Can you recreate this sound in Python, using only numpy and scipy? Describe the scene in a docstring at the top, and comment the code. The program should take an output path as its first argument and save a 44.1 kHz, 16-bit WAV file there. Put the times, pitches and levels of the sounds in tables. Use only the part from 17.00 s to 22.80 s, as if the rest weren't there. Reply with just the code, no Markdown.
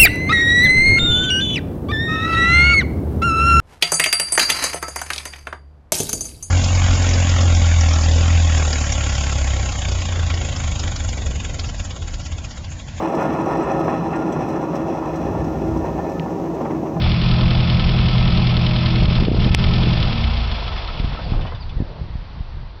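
"""On a garden driveway, an old four-cylinder roadster idles, is switched off and runs down to rest.
The engine is a periodic source driving resonators: firings thud in the exhaust, tappets and timing
chain clatter under the cover, the block hums and knocks, and the slowing engine shakes the body.
Turbulent wind buffets a small camera's microphone and far birds whistle. One sharp click is heard
during the idle, and a soft swish after the engine stops."""
import sys
import numpy as np
from scipy import signal
from scipy.fft import rfft, irfft
from scipy.io import wavfile
from scipy.ndimage import uniform_filter1d

SR = 44100
rng = np.random.default_rng(int(sys.argv[2]) if len(sys.argv) > 2 else 0)


def int16_out(signal):
    """Quantize to a 16-bit WAV file."""
    q = np.round(np.clip(np.atleast_2d(signal).T, -1, 1) * 32767)
    wavfile.write(sys.argv[1], SR, q.astype(np.int16))


N = 255780
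TIME = np.arange(N) / SR
IDLE_HZ = 41.2  # firing rate; a beat is one firing interval, four beats are one camshaft turn


def amp(db):
    """Amplitude ratio of a level in decibels."""
    return 10 ** (np.asarray(db) / 20)


def unit(x):
    """Normalisation to rms 1."""
    return x / np.sqrt(np.mean(x ** 2))


def idle_unit(x):
    """Normalisation to rms 1 over the first two seconds, while the engine idles."""
    return x / np.sqrt(np.mean(x[:2 * SR] ** 2))


def curve(rows):
    """Linear interpolation of (time_s, value) rows."""
    return np.interp(TIME, *np.transpose(rows))


def bell(x, middle, half_width):
    """Gaussian hump of height 1."""
    return np.exp(-((x - middle) / half_width) ** 2)


def noise():
    """Gaussian white noise."""
    return rng.standard_normal(N)


def walk(rate_hz):
    """Smooth random modulation of rms 1."""
    size = int(SR / rate_hz)
    steps = np.repeat(rng.standard_normal(N // size + 1), size)
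    return unit(uniform_filter1d(steps, size)[:N])


def excite(x, response):
    """Convolution: a linear body answers each blow with its impulse response."""
    return signal.oaconvolve(x, response)[:N]


def colour(x, outline, size=16384):
    """Minimum-phase filter with a (frequency_hz, gain_db) outline, made by folding the cepstrum."""
    hz, db = np.transpose(outline)
    bins_hz = np.arange(size // 2 + 1) * SR / size
    gain_db = np.interp(np.log(bins_hz + 1), np.log(hz), db)
    cepstrum = irfft(np.log(amp(gain_db)))
    cepstrum[1:size // 2] *= 2
    cepstrum[size // 2 + 1:] = 0
    return excite(x, irfft(np.exp(rfft(cepstrum))))


def cut(x, hz, kind, order=2):
    """Maximally flat high-pass or low-pass filter."""
    return signal.sosfilt(signal.butter(order, hz, kind, fs=SR, output="sos"), x)


def burst(t60_s):
    """Dense modes merge into exponentially decaying noise, here of energy 1."""
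    t = TIME[:SR // 5]
    tail = rng.standard_normal(len(t)) * np.exp(-np.log(1000) * t / t60_s)
    return tail / np.sqrt(np.sum(tail ** 2))


def ring(modes):
    """Free vibration: a sum of damped (pitch_hz, t60_s, level_db) modes."""
    t = TIME[:SR // 5]
    return sum(amp(db) * np.sin(2 * np.pi * hz * t) * np.exp(-np.log(1000) * t / t60_s)
               for hz, t60_s, db in modes)


def strikes(beats, place, scatter_db, jitter_beats):
    """Quasi-periodic impulses: one blow per camshaft turn, `place` beats into it."""
    turns = np.arange(0, beats[-1], 4)
    chance = rng.standard_normal((len(turns), 2))
    samples = np.searchsorted(beats, turns + place + jitter_beats * chance[:, 0])
    return np.bincount(samples, amp(scatter_db * chance[:, 1]), N + 1)[:N]


def placed(sound, start_s, peak_db):
    """A transient, delayed and scaled to a peak level."""
    shape = sound / np.abs(sound).max()
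    return amp(peak_db) * np.interp(TIME - start_s, TIME[:len(sound)], shape, left=0, right=0)


# spectrum of the outdoor background: frequency_hz, gain_db
GARDEN_SPECTRUM = [(150, -39), (250, -4), (463, -7), (965, -4), (1110, -6.5), (1210, -9), (1610, -12),
                   (2420, -14.5), (2860, -14.5), (4590, -15.5), (5740, -29.5), (7460, -57), (12600, -120)]


def garden():
    """Ambient noise: a distant broadband wash whose level drifts slowly."""
    return unit(colour(noise(), GARDEN_SPECTRUM)) * amp(-43 + 2.3 * walk(2.524))


# pitch glides, by song name: length_s, start_hz, end_hz
BIRD_SONGS = {"up": (.135, 1712, 2100), "down": (0.11, 2112, 1400), "chip": (.042, 5060, 4180)}
# calls of far birds: start_s, song, level_db
BIRD_CALLS = [(3.714, "up", -49), (4.045, "up", -51), (4.235, "chip", -45.5), (4.41, "up", -50),
              (4.6, "chip", -44.5), (4.755, "down", -56), (5.115, "down", -61), (5.479, "down", -59)]


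def birds():
    """Frequency sweeps: one bird slurs up or down, another chips; reflection off houses adds a tail."""
    calls = np.zeros(N)
    for start_s, song, db in BIRD_CALLS:
        length_s, start_hz, end_hz = BIRD_SONGS[song]
        progress = np.clip((TIME - start_s) / length_s, 0, 1)
        pitch_hz = start_hz + (end_hz - start_hz) * progress
        envelope = np.sqrt(2 * np.abs(np.sin(np.pi * progress)))
        calls += amp(db) * envelope * np.sin(2 * np.pi * np.cumsum(pitch_hz) / SR)
    return calls + amp(-6.5) * excite(calls, burst(t60_s=0.3))


def swish(middle_s=4.93, length_s=0.24):
    """Amplitude modulation: mid-range noise swells softly once, after the engine stops."""
    spectrum = [(120, -20), (400, 9.5), (750, 5), (1100, -7), (2200, -27), (5000, -38)]
    return amp(-41) * unit(colour(noise(), spectrum)) * bell(TIME, middle_s, length_s / 2)


def click(time_s=2.5481):
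    """A brief pulse has a broad spectrum: two close spikes make one very bright click."""
    ms = (TIME - time_s) * 1000
    spikes = sum(np.exp(-np.abs(ms - lag_ms) / 0.05) for lag_ms in (0, 0.37))
    return 0.85 * bell(ms, 0.11, 0.65) - 2.1 * cut(spikes, 7700, "lowpass", order=1)


def eddy(seconds, half_width_ms):
    """A vortex has a low-pressure core: a dip at the microphone, with a gentle rise on either side."""
    u = seconds * 1000 / half_width_ms
    return 0.6 / (1 + (u / 2.5) ** 2) - 1.5 / (1 + u ** 2)


# spectrum of the wind's rumble: frequency_hz, gain_db
RUMBLE_SPECTRUM = [(12, -13), (24, 5), (45, -3.5), (70, -2.5), (110, -7), (180, -14), (300, -33),
                   (800, -74.5)]
# a breeze that wavers, then dies away: time_s, rumble_db
BREEZE_LEVELS = [(0, -18.5), (1.0, -18), (1.8, -22), (2.7, -17.5), (3.7, -25.5), (4.6, -25.5), (5.25, -28),
                 (5.8, -32)]
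# gusts on top of it: middle_s, length_s, rumble_db, rustle_db
WIND_GUSTS = [(2.071, 0.15, -14.5, -32.5), (2.307, 0.23, -11, -23), (2.463, 0.029, -34, -25.5),
              (2.559, 0.052, -9.5, -45), (3.026, 0.18, -15.5, -53.5), (4.065, 0.2, -21, -48),
              (4.347, 0.23, -19.5, -34.5), (4.784, 0.11, -23, -40), (5.044, 0.14, -28, -50),
              (5.37, .08, -28, -52), (5.577, 0.18, -27.5, -60)]


def wind(full_wind_db=-23, calm_hz=70.6, eddies_per_s=35):
    """Turbulent pressure rumbles; gusts swell it, rustle, shed eddies and pull on the diaphragm."""
    gust = sum(amp(db) * bell(TIME, s, length / 2) for s, length, db, _ in WIND_GUSTS)
    rustling = sum(amp(db) * bell(TIME, s, length / 2) for s, length, _, db in WIND_GUSTS)
    strength = np.hypot(amp(curve(BREEZE_LEVELS)), gust)
    full, calm = (unit(colour(noise() * amp(1.3 * walk(30)), RUMBLE_SPECTRUM)) for _ in range(2))
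    share = np.minimum(strength / amp(full_wind_db), 1)  # weak wind keeps only its deepest rumble
    rumble = strength * (share * full + np.sqrt(1 - share ** 2) * cut(calm, calm_hz, "lowpass"))
    rustle_spectrum = [(90, -18.5), (250, 3.5), (500, 4), (950, -13), (1600, -25.5), (4000, -49.5)]
    rustle = unit(colour(noise() * amp(3.2 * walk(70)), rustle_spectrum))
    shedding = (rng.random(N) < eddies_per_s / SR) * amp(-1.5 + 1.5 * noise()) * gust
    small_eddy = eddy(np.arange(-SR // 20, SR // 20) / SR, half_width_ms=1.3)
    eddies = signal.oaconvolve(shedding, small_eddy, "same")
    suction = amp(18.5) * gust ** 2
    return rumble + rustle * rustling + eddies - suction


# big eddies: middle_s, level_db, half_width_ms
BIG_EDDIES = [(1.116, -7, 1.6), (2.024, -9.5, 0.44), (2.225, 3.5, 1.27), (2.284, 4.5, 0.62), (2.317, 7, .9),
              (2.347, -0.5, 0.65), (2.387, 6, 1.5), (2.464, 4.5, 1), (2.509, 6, 2.1), (2.872, -5, 0.73),
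              (4.001, -6.5, 1.7), (4.046, -6.5, 1.75), (4.322, -5, 1.6), (4.358, -6, 4.3), (4.768, -9, 2.9),
              (4.804, -5, 1.2), (4.823, -7.5, 1.4), (5.016, -11, 2.6), (5.156, -13, 2), (5.408, -10, 2.6)]


def wind_thumps():
    """Pressure pulses: single big vortices thump the microphone as they pass."""
    return sum(amp(db) * eddy(TIME - s, ms) for s, db, ms in BIG_EDDIES)


# tones of block and dynamo: firing_multiple, level_db
SHAFT_ORDERS = [(4.25, -27), (5.5, -40.5), (7.5, -45), (8, -37.5), (9.5, -44), (10, -46), (12.5, -45.5),
                (14.85, -49), (15, -43), (16, -57), (20, -52.5)]


def hum(beats, pace):
    """Rotational orders: wavering tones follow the shaft speed and fade quickly as it falls."""
    angle = beats + 0.0079 * walk(12)
    tones = sum(amp(db + 2.7 * walk(9)) * np.sin(2 * np.pi * (k * angle + rng.random()))
                for k, db in SHAFT_ORDERS)
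    return np.sqrt(2) * tones * np.minimum(pace, 1) ** 6


# response of the engine block: frequency_hz, gain_db
BLOCK_RESPONSE = [(150, -6.5), (260, -10), (450, -1), (560, -1), (720, 3), (880, -1.5), (1050, 0),
                  (1170, -5.5), (1400, -6), (1700, -10.5), (3000, -44)]


def block(beats, pace):
    """Impact and friction: pistons knock at each stroke's end; bearings and belt rub on as they slow."""
    slaps = sum(excite(strikes(beats, k / 2, scatter_db=4.5, jitter_beats=0.004), burst(t60_s=0.05))
                for k in range(8))
    knocks = amp(-5) * idle_unit(colour(slaps, BLOCK_RESPONSE))
    rub = amp(-1 - 2.5 * pace) * unit(colour(noise(), BLOCK_RESPONSE))
    return (knocks + rub) * amp(-31.5) * pace ** 0.61


# knocks as the crankshaft rocks to rest: start_s, peak_db
SLACK_KNOCKS = [(4.115, -26), (4.19, -22.5), (4.335, -24), (4.391, -23.5), (4.449, -25), (4.477, -30),
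                (4.52, -24)]


def last_knocks():
    """Backlash: slack in the drive is taken up with dull knocks on the block."""
    return sum(placed(colour(burst(t60_s=0.16), BLOCK_RESPONSE), s, db) for s, db in SLACK_KNOCKS)


# tappet blows within one camshaft turn: place_beats, relative_db
TAPPET_BLOWS = [(.58, -6.5), (.8, 6), (0.982, -0.5), (1.8, 0.5), (1.972, -7), (2.62, 1.5), (2.8, -7),
                (3.022, -8.5), (3.7, 0), (3.86, -10)]
# response of the valve cover: frequency_hz, gain_db
COVER_RESPONSE = [(700, -18.5), (1300, -3.5), (1600, -12.5), (1980, -4.5), (2120, 0), (2750, 1), (3120, 0),
                  (3400, 4), (3750, -3), (4300, -1.5), (4750, -8), (5050, -5.5), (5500, -10), (6000, -35.5)]
# ringing parts of the valve gear: pitch_hz, t60_s, relative_db
GEAR_MODES = [(1307, 0.13, -3.5), (1788, 0.11, -6), (2553, 0.042, -3.5), (2650, 0.064, -1),
              (3010, 0.08, -3), (3150, 0.017, -5.5), (3477, 0.05, 0), (4790, 0.12, -7.5)]


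def valve_gear(beats, pace):
    """Modal excitation: tappets strike under the cover; the chain's sizzle keeps the parts ringing."""
    blows = [amp(db) * strikes(beats, place, scatter_db=1.4, jitter_beats=0.007)
             for place, db in TAPPET_BLOWS]
    impacts = sum(excite(blow, burst(t60_s=0.034)) for blow in blows)
    clicks = idle_unit(colour(impacts, COVER_RESPONSE))
    rings = idle_unit(excite(sum(blows), ring(GEAR_MODES)))
    # the timing chain tightens before each firing
    tension_db = 1.4 * np.cos(2 * np.pi * (beats - 0.87)) + 1.7 * walk(150)
    chain = idle_unit(colour(noise() * amp(tension_db), COVER_RESPONSE))
    chain_ring = idle_unit(excite(noise(), ring(GEAR_MODES)))
    # slower cams set the valves down more gently, and the chain takes over
    tappets = (amp(-5.5) * clicks + amp(-9) * rings) * pace ** 0.3
    clatter = tappets + amp(-2.3 * pace) * chain + amp(-11.5) * chain_ring
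    return clatter * amp(-28.5) * pace ** 0.98


# valve closings as the engine coasts: start_s, peak_db, favoured_hz
VALVE_CLINKS = [(3.679, -26, 1390), (3.775, -29, 3300), (3.882, -25.5, 1380), (4.169, -27, 1390),
                (4.41, -29.5, 3800), (4.468, -30, 3000), (4.548, -29.5, 3800), (4.625, -37, 3600),
                (4.693, -32.5, 3500)]


def clinks():
    """Selective excitation: each last valve snaps shut and favours the modes near one pitch."""
    out = np.zeros(N)
    for start_s, peak_db, favoured_hz in VALVE_CLINKS:
        modes = [(hz, t60_s / 2, db - 18 * abs(np.log2(hz / favoured_hz)))
                 for hz, t60_s, db in GEAR_MODES]
        out += placed(signal.fftconvolve(ring(modes), burst(t60_s=0.096)), start_s, peak_db)
    return out


# mode of a body panel: pitch_hz, t60_s, relative_db
PANEL_MODES = [(225.7, 0.6, 0)]


def car_body(puffs, beats, firing_hz, shake_at_hz=28.5, boom_at_hz=32.5):
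    """Resonance: the body shakes and a panel booms as the firing rate falls through their ranges."""
    shake = np.sqrt(2) * (np.sin(4 * np.pi * beats) + amp(-4) * np.sin(2 * np.pi * beats))
    shake_gain = amp(-21) * bell(firing_hz, shake_at_hz, half_width=6)
    boom = unit(excite(puffs, ring(PANEL_MODES)))
    boom_gain = amp(-43) * firing_hz / IDLE_HZ + amp(-32) * bell(firing_hz, boom_at_hz, half_width=7)
    return shake * shake_gain + boom * boom_gain


# the four cylinders in firing order: relative_db, lateness_beats
CYLINDER_PULSES = [(-1.5, 0.014), (7, 0.016), (1.5, -0.015), (-6.5, 0.031)]


def cylinder_puffs(beats):
    """Pulse train: four unequal cylinders make a lopsided pattern that recurs each camshaft turn."""
    return sum(amp(db) * strikes(beats, k + late, scatter_db=1.4, jitter_beats=0.014)
               for k, (db, late) in enumerate(CYLINDER_PULSES))


# response of exhaust pipe and silencer: frequency_hz, gain_db
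PIPE_RESPONSE = [(22, -20.5), (45, -5.5), (75, -7.5), (110, 7.5), (170, -2.5), (226, -2), (250, -5.5),
                 (330, -9), (420, -19), (800, -53.5)]
# steady swing of gas in the pipe: firing_multiple, relative_db
PIPE_HARMONICS = [(1, -10.5), (2, -7.5), (3, -2), (4, -8), (5, -12)]


def exhaust(puffs, beats, pace, key_off_s=2.89, burn_out_s=0.085, unfired_db=-5):
    """Forced oscillation: puffs drive the gas in the pipe, and weaken once the ignition is cut."""
    dispersion_rad = 1.2  # the pipe shifts each harmonic's phase by the square of its number
    throb = sum(amp(db + 1.3 * walk(14)) * np.cos(2 * np.pi * k * beats + dispersion_rad * k ** 2)
                for k, db in PIPE_HARMONICS)
    # without combustion the puffs lose their edge as the engine slows
    edge = amp(-13.5) * idle_unit(colour(puffs, PIPE_RESPONSE)) * pace ** 4
    unfired = np.clip((TIME - key_off_s) / burn_out_s, 0, 1)
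    return (np.sqrt(2) * throb + edge) * amp(-17 + unfired_db * unfired) * pace ** 1.5


# engine speed, idling and then coasting to rest: time_s, firing_hz
FIRING_RATE = [(0, 40.6), (.5, 41.45), (1.25, 41.55), (2.0, 40.8), (2.97, 41.5), (3.1, 39.2), (3.3, 30.8),
               (3.7, 22.0), (4.35, 8.5), (4.58, 1.3), (4.75, 0)]


def scene():
    """Superposition: engine, wind and garden add at the microphone."""
    firing_hz = curve(FIRING_RATE)
    beats = np.cumsum(firing_hz) / SR
    pace = firing_hz / IDLE_HZ
    puffs = cylinder_puffs(beats)
    engine = exhaust(puffs, beats, pace) + car_body(puffs, beats, firing_hz)
    engine += hum(beats, pace) + valve_gear(beats, pace) + block(beats, pace)
    engine += clinks() + last_knocks()
    return (engine + wind() + wind_thumps() + swish() + garden() + birds())[None]


def gain_control(x, ceiling_db, window=882):
    """Limiting: whenever the short-term rms passes the ceiling, the whole sound ducks."""
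    level = np.sqrt(uniform_filter1d(x ** 2, size=window) + 1e-9)
    gain = np.minimum(amp(ceiling_db) / level, 1)
    return x * uniform_filter1d(gain, size=window // 2)


def record(dry, band_hz=5900, top_hz=16500):
    """Saturation and band limiting: the camera ducks, rounds peaks and cuts treble; a click breaks in."""
    held = cut(gain_control(dry, ceiling_db=-10), 24, "highpass")
    rounded = held / (1 + (held / 0.66) ** 6) ** (1 / 6)
    narrow = signal.sosfilt(signal.ellip(8, 0.2, 80, band_hz, fs=SR, output="sos"), rounded)
    clipped = np.clip(narrow + click(), -0.73, 0.73)
    return signal.sosfilt(signal.ellip(8, 0.2, 70, top_hz, fs=SR, output="sos"), clipped)


dry = scene()
out = record(dry)
int16_out(out)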